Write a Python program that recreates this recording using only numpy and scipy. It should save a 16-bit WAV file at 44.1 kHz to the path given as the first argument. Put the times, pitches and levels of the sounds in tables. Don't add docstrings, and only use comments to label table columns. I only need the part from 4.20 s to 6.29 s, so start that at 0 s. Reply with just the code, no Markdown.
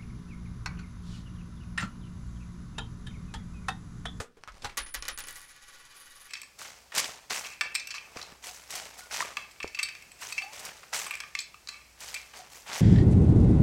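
import sys
import numpy as np
from scipy import signal
from scipy.fft import rfft, irfft
from scipy.io import wavfile

SR = 44100
rng = np.random.default_rng(int(sys.argv[2]) if len(sys.argv) > 2 else 0)


def decibels_to_gain(level_db):
    exponent = np.asarray(level_db, float) / 20
    return 10 ** exponent


def store_wav(level_fs):
    pcm = np.round(np.clip(np.atleast_2d(level_fs), -1, 1) * 32767)
    wavfile.write(sys.argv[1], SR, pcm.T.astype(np.int16))


N = 92080


def unit(x):
    return x / np.sqrt(np.mean(x ** 2))


def curve(table, col=1):
    rows = np.array(table)
    return np.interp(np.arange(N) / SR, rows[:, 0], rows[:, col])


def at_pitch(hz, table):
    rows = np.array(table)
    return np.interp(np.log(hz), np.log(rows[:, 0]), rows[:, 1])


def shade(x, table):
    hz = np.maximum(np.fft.rfftfreq(len(x), 1 / SR), 1)
    return irfft(rfft(x) * decibels_to_gain(at_pitch(hz, table)), len(x))


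def butter(x, hz, kind):
    return signal.sosfilt(signal.butter(2, hz, kind, fs=SR, output="sos"), x)


def add(out, s, x):
    i = max(int(s * SR), 0)
    out[i:i + len(x)] += x[:N - i]


# f/Hz, relative level per Hz/dB
ROOM_TONE = [(12, 11), (45, -3.5), (80, -18.5), (120, -5), (200, -23), (500, -46), (1500, -27), (6000, -39),
             (15000, -42)]


def room_tone():
    return decibels_to_gain(-63) * unit(shade(rng.standard_normal(N), ROOM_TONE))


ROOM_RISE_S = 0.0038
# f/Hz, t60/s
ROOM_T60 = [(200, 0.72), (530, 0.16), (1400, 0.25), (3700, 0.15), (9000, 0.1), (15000, 0.17)]


def tail(colour):
    t, out = np.arange(SR // 2) / SR, 0
    for hz in 150 * 2 ** np.arange(0, 7, .5):
        edges = [hz / 2 ** .25, min(hz * 2 ** .25, .45 * SR)]
        band = butter(shade(rng.standard_normal(len(t)), colour), edges, "band")
        t60 = at_pitch(hz, ROOM_T60)
        out = out + band * decibels_to_gain(-60 * t / t60) / np.sqrt(t60)
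    out = out * (1 - np.exp(-t / ROOM_RISE_S))
    return out / np.sqrt(np.sum(out ** 2))


CREASE_TOP_HZ, CRACK_DB = 7000, -22
THUD_HZ, THUD_T60_S = 86, 0.046
# t/s, relative level/dB, colour f/Hz, decay time constant/s, thud level/dB
CREASES = [(.001, -26, 1350, 0.012, -29), (.002, -34, 8400, 0.017, -66), (.003, -23, 470, 0.016, -51),
           (0.17, -41, 465, 0.016, -59), (0.184, -51, 1070, 0.0091, -74),
           (0.2368, -30.5, 990, 0.00076, -58), (.237, -30.5, 2110, 0.00076, -78),
           (.2372, -37, 4470, 0.00082, -80), (0.243, -47, 1280, .002, -78),
           (0.2758, -26, 1160, 0.0017, -47.5), (0.277, -44, 6500, 0.00053, -78),
           (0.281, -31.5, 1200, 0.013, -74), (.3207, -47, 5500, 0.0029, -72),
           (0.343, -39.5, 2200, 0.002, -46), (.421, -37, 4230, 0.0061, -55),
           (0.4453, -20, 1130, 0.01, -36.5), (.446, -28.5, 4400, 0.0088, -65),
           (0.4547, -23.5, 1320, 0.01, -37), (0.495, -38, 1950, 0.016, -50)]


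def creases():
    snaps, thuds = np.zeros(N), np.zeros(N)
    t = np.arange(4000) / SR
    for s, db, hz, length, thud_db in CREASES:
        uneven = decibels_to_gain(5.14 * rng.standard_normal(4000))
        grains = rng.standard_normal(4000) * uneven * np.exp(-t / length)
        grains[0] = 5
        burst = signal.lfilter(*signal.iirpeak(hz, 1.8, fs=SR), grains) + decibels_to_gain(CRACK_DB) * grains
        add(snaps, s, decibels_to_gain(db) * burst)
        add(thuds, s, -decibels_to_gain(thud_db - 60 * t / THUD_T60_S) * np.sin(2 * np.pi * THUD_HZ * t))
    snaps = butter(snaps, CREASE_TOP_HZ, "low")
    echo = signal.fftconvolve(snaps, tail([(200, 0.0042), (15000, 0.006)]))[:N]
    return snaps + thuds + decibels_to_gain(-10.5) * echo


# t/s, level/dB
RUSTLE = [(.1, -72), (.23, -69.5), (.3, -69), (.37, -56), (.41, -59), (.44, -47), (.52, -57.5), (.57, -64)]
# f/Hz, relative level per Hz/dB
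PAPER = [(120, -2), (300, -5.5), (1200, -7), (2500, -13), (6000, -15.5), (10000, -23.5), (15000, -38)]


def rustle():
    strength_db = 2.7 * np.repeat(rng.standard_normal(N // 100 + 1), 100)[:N]
    grain = rng.standard_normal(N) * decibels_to_gain(strength_db)
    sliding = np.arange(N) < RUSTLE[-1][0] * SR
    return unit(shade(grain, PAPER)) * decibels_to_gain(curve(RUSTLE)) * sliding


# f/Hz, bandwidth/Hz, relative level/dB
DESK = [(281, 49, -18.5), (457, 68, -14.5), (537, 16.4, -8.5), (822, 11, -12), (1143, 28.4, 0.5),
        (1285, 25, -16), (1451, 20, -1), (1555, 26, -3.5), (1714, 11, -7), (1941, 50, 1.5),
        (2434, 44, -2.5), (2968, 25, -2), (3760, 340, -2), (4720, 480, 0.5), (6500, 200, 0)]
# t/s, nearby mode f/Hz, relative level/dB
SPOTS = [(.279, 1285, -37), (.445, 822, -37.5), (.449, 1150, -39), (.446, 457, -33), (0.575, 535, -40),
         (.744, 1150, -33)]


def spots():
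    t, out = np.arange(SR // 4) / SR, np.zeros(N)
    for s, near_hz, db in SPOTS:
        hz, width, _ = min(DESK, key=lambda mode: abs(mode[0] - near_hz))
        envelope = (1 - np.exp(-t / ROOM_RISE_S)) * np.exp(-np.pi * width * t)
        add(out, s, decibels_to_gain(db) * envelope * np.sin(2 * np.pi * hz * t))
    return out


ARM_RISE_S = 0.018
# t/s, relative level/dB
THUMPS = [(0.291, -51.5), (0.371, -62.5), (0.453, -53), (0.588, -46.5), (0.756, -45), (0.896, -53.5),
          (.97, -56.5), (1.101, -64.5)]
# f/Hz, relative level/dB, t60/s
ARM_MODES = [(45.4, 17.5, 0.18), (13.12, 0.5, 1.29), (122.9, -12, 0.77)]


def arm():
    t, out = np.arange(SR // 2) / SR, np.zeros(N)
    rise = (1 - np.exp(-t / ARM_RISE_S)) ** 2
    for s, db in THUMPS:
        for hz, mode_db, t60 in ARM_MODES:
            add(out, s, -decibels_to_gain(db + mode_db - 60 * t / t60) * rise * np.sin(2 * np.pi * hz * t))
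    return out


def tick(hz, cycles=1.13, smear_s=0.0018, smear_db=-14):
    t = np.arange(400) / SR
    push = decibels_to_gain(smear_db) * rng.standard_normal(400) * np.exp(-t / smear_s) * (t > 1 / hz)
    push[0] = -1
    peak = signal.iirpeak(hz, cycles, fs=SR)
    out = signal.lfilter(*peak, signal.lfilter(*peak, push))
    return out / np.abs(out[:12]).max()


# t/s, tick level/dB, desk drive level/dB, tick colour f/Hz
STRIKES = [(0.5714, -22.5, -12, 7000), (0.5751, -15.5, -8.5, 11500), (0.579, -19, -7.5, 7000),
           (.5829, -22.5, -15.5, 11900), (0.663, -64, -22, 6800), (0.688, -65, -28, 4000),
           (.741, -23.5, -23, 11000), (0.7447, -21, -8.5, 8600), (0.75, -19, -31, 11900),
           (0.8243, -23, -16, 5100), (.853, -30, -17, 4800), (0.8819, -21.5, -9.5, 7600),
           (0.8844, -20, -11.5, 10900), (0.886, -19, -17.5, 7000), (.976, -25, -16, 7000),
           (0.9869, -22.5, -14.5, 11100), (0.9945, -26, -41, 11500), (1.0042, -26, -19.5, 8000),
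           (1.039, -32.5, -21, 7000), (1.0717, -30.5, -21, 9800), (1.0788, -35, -40, 12000),
           (1.085, -24, -20, 7000), (1.0895, -43, -44, 12000), (1.0939, -33, -33, 11770),
           (1.101, -48, -43, 13400), (1.108, -30, -30, 9600), (1.127, -32, -28.5, 11500),
           (1.1523, -44, -37, 9500), (1.1575, -34, -29, 7000), (1.162, -32, -25.5, 8300),
           (1.169, -32, -57, 10000), (1.174, -37, -27.5, 11500), (1.1825, -40, -50, 13570),
           (1.195, -38, -46, 8450), (1.206, -41, -30.5, 7000), (1.2164, -34.5, -33, 8500)]


def strikes():
    ticks, blows = np.zeros(N), np.zeros(N)
    for s, db, desk_db, hz in STRIKES:
        add(ticks, s, decibels_to_gain(db) * tick(hz))
        blows[int(s * SR)] += decibels_to_gain(desk_db)
    return ticks, blows


PLACE_SCATTER_DB = 2.5
# f/Hz, relative level per Hz/dB
DESK_COLOUR = [(90, -14), (250, -8), (540, -10.5), (680, -6.5), (1150, 0.5), (1940, 1), (4500, -0.5),
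               (7000, -5), (9000, -18), (12000, -16), (16000, -33)]


def desk():
    t, modes = np.arange(SR // 2) / SR, 0
    for hz, width, db in DESK:
        level = decibels_to_gain(db + PLACE_SCATTER_DB * rng.standard_normal()) * np.sqrt(width)
        phase = rng.uniform(0, 2 * np.pi)
        modes = modes + level * np.sin(2 * np.pi * hz * t + phase) * np.exp(-np.pi * width * t)
    return tail(DESK_COLOUR) + modes / np.sqrt(np.sum(modes ** 2))


PAIR_SCATTER_DB = 2.5
RIM_RING_DB, RIM_RING_T60_S = -16, .07
# t/s, level/dB
SINGING = [(0.583, -39), (0.613, -53.5), (0.629, -47.5), (0.647, -51), (0.669, -50.5), (0.719, -54.5),
           (0.747, -52), (0.797, -56.5), (0.881, -56.5), (0.945, -46), (0.975, -57), (0.997, -45.5),
           (1.015, -49.5), (1.235, -65), (1.277, -74), (1.313, -48), (1.34, -68)]
# f/Hz, relative level/dB
COIN_MODES = [(9762, -6), (9828, -3)]


def song(touches):
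    t, free, rolled = np.arange(N) / SR, 0, 0
    kicks = (np.array(STRIKES)[:, 0] * SR).astype(int)
    for hz, db in COIN_MODES:
        jumps = np.zeros(N)
        jumps[kicks] = rng.uniform(-np.pi, np.pi, len(kicks))
        strikes_so_far = np.cumsum(jumps != 0)
        share_db = PAIR_SCATTER_DB * rng.standard_normal(len(kicks) + 1)[strikes_so_far]
        free = free + decibels_to_gain(db + share_db) * np.sin(2 * np.pi * hz * t + np.cumsum(jumps))
        rolled = rolled + decibels_to_gain(db - 60 * t / RIM_RING_T60_S) * np.sin(2 * np.pi * hz * t)
    fade_in = np.clip((t - SINGING[0][0]) / 0.0032, 0, 1)
    fade_out = np.clip((SINGING[-1][0] - t) / 0.064, 0, 1)
    flight = unit(free) * decibels_to_gain(curve(SINGING)) * fade_in * fade_out
    return flight + decibels_to_gain(RIM_RING_DB) * signal.fftconvolve(touches, rolled)[:N]


WOBBLE_PEAK_S, WOBBLE_HZ, WOBBLE_HZ_PER_S = 1.3, 15.3, 8.4
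WOBBLE_SWELL_DB = 4
RIM_TICK_HZ, RIM_TICK_DB = 150.5, -10
NICK_SCATTER_DB, NICK_JITTER = 2, .1
# t/s, contact pressure level/dB before the swell, brightness level/dB
WOBBLE = [(1.0, -63, -3), (1.1, -52.5, 3), (1.22, -57, 5.5), (1.29, -55.5, 2), (1.4, -58.5, -4.5),
          (1.5, -54, -1.5), (1.68, -58, -2), (1.745, -54, -6), (1.78, -54.5, 10), (1.83, -56, 1.5),
          (2.085, -56, 4)]


def wobble():
    t = np.arange(N) / SR
    u = t - WOBBLE_PEAK_S
    turns = WOBBLE_HZ * u + WOBBLE_HZ_PER_S * u ** 2 / 2
    fade_in = np.clip((t - WOBBLE[0][0]) / 0.058, 0, 1)
    press = decibels_to_gain(curve(WOBBLE) + WOBBLE_SWELL_DB * np.cos(2 * np.pi * turns)) * fade_in
    time_chance, level_chance = rng.standard_normal((2, 400))
    at = (np.cumsum(np.exp(NICK_JITTER * time_chance)) * SR / RIM_TICK_HZ).astype(int)
    inside = at < N
    nicks = np.zeros(N)
    nicks[at[inside]] = 10 * decibels_to_gain(RIM_TICK_DB + NICK_SCATTER_DB * level_chance[inside])
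    return press * nicks, press


RIM_FIZZ_DB, RIM_GRIND_DB = -17, -3.5
RIM_COLOUR_HZ, RIM_LOW_DB, RIM_HIGH_HZ = 7000, -1.5, 10800
NICK_SHARPNESS, NICK_SMEAR_S = 2.6, .0006
DESK_BOTTOM_HZ = 168


def coin(count=8):
    ticks, blows = strikes()
    nicks, press = wobble()
    touch = nicks + decibels_to_gain(RIM_FIZZ_DB) * press * rng.standard_normal(N)
    bright = touch * decibels_to_gain(curve(WOBBLE, col=2))
    low_push = decibels_to_gain(RIM_LOW_DB) * touch * rng.uniform(0, 1, N)
    high_push = bright * rng.uniform(0.13, 1, N)
    for push, hz in ((low_push, RIM_COLOUR_HZ), (high_push, RIM_HIGH_HZ)):
        ticks += np.convolve(push, tick(hz, NICK_SHARPNESS, NICK_SMEAR_S))[:N]
    grind = decibels_to_gain(RIM_GRIND_DB) * press * rng.standard_normal(N)
    drive = blows + nicks + grind
    place = rng.integers(0, count, N)
    body = sum(signal.fftconvolve(drive * (place == k), desk())[:N] for k in range(count))
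    body = butter(body, DESK_BOTTOM_HZ, "high")
    return ticks + body + song(bright * rng.choice([-1., 1.], N))


def scene():
    return (room_tone() + creases() + rustle() + spots() + arm() + coin())[None]


def low_pass(x):
    return signal.sosfilt(signal.butter(12, 16800, fs=SR, output="sos"), x)


def record(dry):
    soft = signal.sosfilt(signal.cheby2(10, 30, 16300, fs=SR, output="sos"), dry)
    return low_pass(soft)


dry = scene()
out = record(dry)
store_wav(out)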